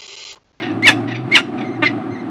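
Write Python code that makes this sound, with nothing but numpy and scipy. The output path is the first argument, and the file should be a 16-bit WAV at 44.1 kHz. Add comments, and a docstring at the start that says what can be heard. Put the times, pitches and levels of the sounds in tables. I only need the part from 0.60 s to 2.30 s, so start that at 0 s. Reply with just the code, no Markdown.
"""Over city rumble and drone, a far falcon yelps. At 0.2 s a near falcon on a stone ledge calls, loud enough
to clip: a rising whistle of the syrinx breaks into a falling, period-doubled rasp. Far yelps follow, then
a second such call at 0.7 s, more yelps and two thin cheeps. At 1.2 s the near bird croaks, slow pulses
ringing its throat, and runs into a short whistle. Two faint cheeps end the scene."""
import sys
import numpy as np
from scipy import signal
from scipy.fft import rfft, irfft, next_fast_len
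from scipy.io import wavfile
from scipy.ndimage import map_coordinates

SR = 44100
rng = np.random.default_rng(int(sys.argv[2]) if len(sys.argv) > 2 else 0)


def put_to_file(sound):
    """Save the sound as 16-bit audio at rate SR, in the file named by the first command-line argument."""
    columns = np.atleast_2d(sound).T  # one column per channel
    safe = np.clip(columns, -1, 1)
    whole_steps = np.round(safe * 32767)
    wavfile.write(sys.argv[1], SR, whole_steps.astype(np.int16))


N = 74970
T = np.arange(N) / SR

# Each row: multiple of the whistle's pitch, relative level in dB.
WHISTLE_OVERTONES = [(2, -24), (3, -43)]
# Throat response for the broken voice and for the rasp. Each row: frequency in Hz, gain in dB.
BROKEN_COLOUR = [(500, -3), (950, -20.5), (1300, -11.5), (1750, -9), (2200, -4), (2700, -1), (2980, -1.5),
                 (3170, -10.5), (3550, -9), (4050, -13.5), (4500, -19), (5000, -14.5), (5400, -21.5),
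                 (5800, -10.5), (6400, -33), (7800, -25), (12000, -47.5)]
RASP_COLOUR = [(150, -11), (400, -11.5), (900, -2.5), (1200, -5), (1600, -2), (2300, 2.5), (2700, 0),
               (3150, -8), (3550, -1.5), (4400, -15.5), (5000, -17), (8000, -24), (12000, -29)]
WHISTLE_JITTER, BROKEN_JITTER, JITTER_RATE_HZ, FLUTTER_DB = 0.0097, 0.026, 700, 1.97
RASP_PULSE_HZ, RASP_DEPTH = 330.4, 0.52


def syrinx(t, pitch_hz, whistle_db, broken_db, rasp_db):
    """A whistle that grows unsteady as it breaks into a stack on half its pitch, plus pulsing rasp."""
    broken_share = amp(broken_db) / (amp(broken_db) + amp(whistle_db))
    jitter = (WHISTLE_JITTER + BROKEN_JITTER * broken_share) * wobble(JITTER_RATE_HZ, t)
    phase = running_phase(pitch_hz * (1 + jitter))
    overtones = sum(amp(db + 6.6 * wobble(200, t)) * np.sin(k * phase) for k, db in WHISTLE_OVERTONES)
    stack = np.zeros(len(t))
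    for k in (1, *range(3, 14)):  # the whistle fills k = 2
        partial_db = along(BROKEN_COLOUR, k * pitch_hz / 2) + 4.28 * wobble(250, t)
        stack += amp(partial_db) * np.sin(k * phase / 2 + rng.uniform(0, 2 * np.pi))
    pulse_hz = RASP_PULSE_HZ * (1 + 0.243 * wobble(200, t))
    pulsing = 1 + RASP_DEPTH * np.cos(running_phase(pulse_hz))
    rasp = unit(resonate(pulsing ** 2 * hiss(t), RASP_COLOUR))
    whistle = np.sqrt(2) * amp(whistle_db + FLUTTER_DB * wobble(300, t)) * (np.sin(phase) + overtones)
    return whistle + amp(broken_db) * stack + amp(rasp_db) * rasp


# Near calls. Each row: time in seconds, pitch in Hz, then whistle, broken voice and rasp levels in dB.
CALL_1 = [(.224, 1964, -26, -48, -29), (.233, 2065, -15, -50.5, -31), (0.248, 2202, -12, -35, -34.5),
          (0.262, 2302, -8.5, -30, -13.5), (.271, 1953, -6, -5.5, -29), (.28, 1753, -10.5, -3.5, -15.5),
          (0.293, 1659, -4.5, -6, -8.5), (0.297, 1683, -24, -19.5, -12), (0.308, 1709, -23, -21.5, -15.5),
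          (0.337, 1660, -61, -39, -34)]
CALL_2 = [(0.712, 1997, -30, -56, -37), (0.722, 2110, -12.5, -49, -27.5), (0.736, 2243, -13.5, -31, -26),
          (0.75, 2199, -4.5, -16.5, -20.5), (0.755, 1993, -5.5, -4, -26.5), (.764, 1896, -21, -6, -10),
          (.772, 1632, -8.5, -23, -10.5), (0.778, 1400, -14.5, -16.5, -14.5),
          (0.786, 1386, -20, -24.5, -13), (0.812, 1420, -37, -36.5, -30)]
CALL_3 = [(1.24, 2150, -63, -39, -32), (1.251, 2154, -24, -21, -21), (1.261, 2093, -10.5, -29, -19.5),
          (1.274, 2020, -11.5, -25, -17.5), (1.283, 1960, -22, -38.5, -28),
          (1.317, 1934, -52.5, -44.5, -41)]
# Each row: one call's low edge in Hz, top edge in Hz.
CALL_BANDS = [(253, 15000), (200, 9300), (1700, 5600)]


def near_calls():
    """Three harsh calls of the syrinx, each in its own band."""
    out = np.zeros(N)
    for rows, (low_hz, top_hz) in zip((CALL_1, CALL_2, CALL_3), CALL_BANDS):
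        t = between(rows[0][0], rows[-1][0])
        note = syrinx(t, *curves(rows, t))
        note = filtered(note, lambda hz: 1 / np.sqrt(1 + (low_hz / (hz + 1)) ** 10))
        out += placed(t, lowpass(note, top_hz))
    return out


# Each row: time in seconds, pulse rate in Hz, level in dB.
CROAK = [(1.2206, 313.7, -26.5), (1.227, 309.5, -11.5), (1.234, 296.2, -9), (1.248, 302, -14.5),
         (1.257, 302, -32)]
# Throat resonances. Each row: frequency in Hz, decay time in seconds, relative gain.
CROAK_RINGS = [(1780, 0.0025, 0.42), (2110, 0.0021, 0.22), (2644, 0.0017, 0.71)]
# Throat response. Each row: frequency in Hz, gain in dB.
CROAK_COLOUR = [(120, -37), (300, 1.5), (620, -5), (900, -6), (1200, -6), (1500, -2), (1800, -4),
                (2200, -2), (2700, -7.5), (3050, -16.5), (3800, -13.5), (4500, -36), (8500, -43.5),
                (10000, -70)]
PUFF_GAIN = 0.3


def croak():
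    """Slow pulses of the syrinx, each with a puff of noise, ring the throat."""
    t = between(CROAK[0][0], CROAK[-1][0])
    rate_hz, level_db = curves(CROAK, t)
    cycles = running_phase(rate_hz) / (2 * np.pi) + 0.5
    pulses = -np.diff(np.floor(cycles), prepend=0) * np.sqrt(SR / rate_hz)
    in_cycle = cycles % 1
    age_s = in_cycle / rate_hz
    rings = sum(gain * np.exp(-age_s / decay_s) * np.sin(2 * np.pi * hz * age_s)
                for hz, decay_s, gain in CROAK_RINGS)
    puffs = unit(np.exp(-2 * in_cycle) * hiss(t))
    source = pulses + rings * np.sin(np.pi * in_cycle) + PUFF_GAIN * puffs
    return placed(t, amp(level_db) * unit(resonate(source, CROAK_COLOUR)))


# Each row: centre in Hz, width in Hz.
NOTCHES = [(2375, 72), (3160, 110)]


def notched(x):
    """Narrow dips in the spectrum of the near calls."""
    def response(hz):
        return np.prod([(centre ** 2 - hz ** 2) / (centre ** 2 - hz ** 2 + 1j * hz * width)
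                        for centre, width in NOTCHES], axis=0)
    return filtered(x, response)


# Each row: start in seconds, length in seconds, first pitch in Hz, last pitch in Hz, gain in dB.
YELPS = [(-.01, 0.026, 2265, 2096, -29.5), (0.017, .03, 2000, 1727, -25), (.044, 0.033, 2048, 1835, -31.5),
         (.07, 0.058, 1966, 1587, -37.5), (0.473, 0.036, 2006, 1840, -32), (0.504, .03, 2050, 1730, -29.5),
         (0.543, 0.031, 2427, 2263, -28.5), (0.977, 0.021, 2453, 2334, -34),
         (1.005, 0.019, 2366, 2187, -30.5)]


def yelps():
    """Short falling, broken notes of a bird farther off."""
    out = np.zeros(N)
    for start_s, length_s, first_hz, last_hz, db in YELPS:
        t = between(start_s, start_s + length_s)
        progress = (t - start_s) / length_s
        pitch_hz = first_hz + (last_hz - first_hz) * progress
        note = syrinx(t, pitch_hz, whistle_db=-5, broken_db=-4, rasp_db=-3)
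        out += placed(t, lowpass(amp(db) * swell(progress) * note, top_hz=4900))
    return out


# Each row: start in seconds, length in seconds, gain in dB.
CHEEPS = [(1.036, .068, -45), (1.109, .068, -46.5), (1.503, 0.073, -43), (1.57, 0.051, -47.5)]
# Each row: fraction of the cheep's length, pitch in Hz.
CHEEP_ARCH = [(0, 1980), (.25, 2100), (.55, 2100), (.8, 1910), (1, 1740)]
# Each row: multiple of the pitch, relative level in dB.
CHEEP_PARTIALS = [(1, 6), (2, -6.5), (3, -15)]


def cheeps():
    """Far falcons give faint arched whistles in pairs."""
    out = np.zeros(N)
    for start_s, length_s, db in CHEEPS:
        t = between(start_s, start_s + length_s)
        progress = (t - start_s) / length_s
        pitch_hz, = curves(CHEEP_ARCH, progress)
        phase = running_phase(pitch_hz * (1 + 0.0054 * wobble(440, t)))
        tone = sum(amp(level + 3 * wobble(130, t)) * np.sin(k * phase) for k, level in CHEEP_PARTIALS)
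        out += placed(t, amp(db) * swell(progress) * tone)
    return out


# Each row: delay in seconds, gain in dB.
WALL_ECHOES = [(.0017, -16), (.0042, -12.5), (.0093, -12)]


def walls(x):
    """The direct sound and its first echoes off the sill and side walls."""
    echoes = sum(amp(db) * np.interp(T - delay_s, T, x, left=0) for delay_s, db in WALL_ECHOES)
    return (x + echoes) / np.sqrt(1 + sum(amp(db) ** 2 for _, db in WALL_ECHOES))


# Each row: frequency in Hz, time to fall 60 dB in seconds.
LEDGE_T60 = [(200, 0.24), (2000, 0.23), (5000, 0.32), (10000, 0.3)]


def ledge(x):
    """The stone recess answers with a short tail."""
    hz, t, spectra = signal.stft(rng.standard_normal(SR // 2), SR, nperseg=256)
    decay = amp(-60 * t / along(LEDGE_T60, hz)[:, None])
    _, tail = signal.istft(spectra * decay, SR, nperseg=256)
    return signal.fftconvolve(x, tail / np.linalg.norm(tail))[:N]


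# Traffic spectrum. Each row: frequency in Hz, relative density in dB.
RUMBLE_COLOUR = [(25, -48), (75, -39.5), (105, -9), (165, -11.5), (205, -9), (250, -0.5), (295, 0.5),
                 (355, -2), (410, -15), (470, -23.5), (570, -21.5), (640, -13.5), (690, -16), (750, -8.5),
                 (830, -22), (1030, -24), (1190, -20), (1550, -27), (2100, -30.5), (2800, -37.5),
                 (4200, -46), (5200, -55), (7200, -61), (9500, -58.5), (10500, -88.5)]
# Each row: time in seconds, pitch in Hz, level in dB.
ENGINE_DRONE = [(0, 107.6, -50), (.2, 112.5, -31), (.34, 113.9, -25.5), (.48, 117.6, -29),
                (.64, 127.5, -27), (.8, 121.1, -52.5), (1.0, 120.2, -54.5), (1.15, 121.3, -33.5),
                (1.33, 115.1, -31), (1.44, 109.3, -48), (1.53, 111.7, -28), (1.58, 114.3, -56),
                (1.63, 112.4, -39), (1.7, 114, -50)]
RUMBLE_DB = -23


def city():
    """Traffic rumble with a low engine drone that comes and goes."""
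    rumble = unit(filtered(rng.standard_normal(N), lambda hz: amp(along(RUMBLE_COLOUR, hz))))
    drone_hz, drone_db = curves(ENGINE_DRONE, T)
    drone = np.sqrt(2) * np.sin(running_phase(drone_hz * (1 + 0.012 * wobble(25, T))))
    rumble *= amp(RUMBLE_DB + 2.08 * wobble(8.22, T))
    drone *= amp(drone_db + 0.73 * wobble(20, T))
    return rumble + drone


def amp(db):
    """Decibels to gain."""
    return 10 ** (np.asarray(db) / 20)


def unit(x):
    """Scale to rms 1."""
    return x / np.sqrt(np.mean(x ** 2) + 1e-20)


def along(points, hz):
    """Read (Hz, value) points on a log frequency axis."""
    knots_hz, values = np.transpose(points)
    return np.interp(np.log(hz + 1), np.log(knots_hz + 1), values)


def curves(rows, t):
    """Each column after the time, read at times t."""
    times, *columns = np.transpose(rows)
    return [np.interp(t, times, column) for column in columns]


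def wobble(rate_hz, t):
    """A smooth random curve, rate_hz knots a second."""
    return map_coordinates(rng.standard_normal(256), [(t - t[0]) * rate_hz], mode="wrap")


def hiss(t):
    """White noise for one note."""
    return rng.standard_normal(SR // 4)[:len(t)]


def swell(progress):
    """A rounded rise and fall over progress 0 to 1."""
    return np.sqrt(np.abs(np.sin(np.pi * progress)))


def running_phase(hz):
    """Phase in radians of a frequency curve."""
    return 2 * np.pi * np.cumsum(hz) / SR


def filtered(x, response):
    """Apply a response given as a function of Hz."""
    size = next_fast_len(len(x) + 4096)
    return irfft(rfft(x, size) * response(np.fft.rfftfreq(size, 1 / SR)), size)[:len(x)]


def lowpass(x, top_hz):
    """Roll off the treble above top_hz."""
    return filtered(x, lambda hz: 1 / np.sqrt(1 + (hz / top_hz) ** 10))


def resonate(x, colour):
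    """Apply a minimum-phase filter through (Hz, dB) points."""
    size = 16384
    cepstrum = irfft(np.log(amp(along(colour, np.fft.rfftfreq(size, 1 / SR)))))
    cepstrum[1:size // 2] *= 2
    cepstrum[size // 2 + 1:] = 0
    return irfft(rfft(x, size) * np.exp(rfft(cepstrum)))[:len(x)]


def between(start_s, end_s):
    """The sample times of one note."""
    return T[(T >= start_s) & (T < end_s)]


def placed(t, note):
    """A note laid into the scene at its times."""
    out = np.zeros(N)
    out[np.rint(t * SR).astype(int)] = note
    return out


NEAR_WET_DB, FAR_WET_DB = -19, -3.5


def scene():
    """Near and far birds in the recess, over the city."""
    near = walls(notched(near_calls()) + croak())
    far = yelps() + cheeps()
    tails = amp(NEAR_WET_DB) * ledge(near) + amp(FAR_WET_DB) * ledge(far)
    return (near + far + tails + city())[None]


PEAK_LIMIT, BAND_LIMIT_HZ = 0.99, 12600


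def record(dry):
    """The loudest peaks clip, and the treble stops at 12.6 kHz."""
    clipped = np.clip(dry[0], -PEAK_LIMIT, PEAK_LIMIT)
    return filtered(clipped, lambda hz: hz < BAND_LIMIT_HZ)[None]


dry = scene()
out = record(dry)
put_to_file(out)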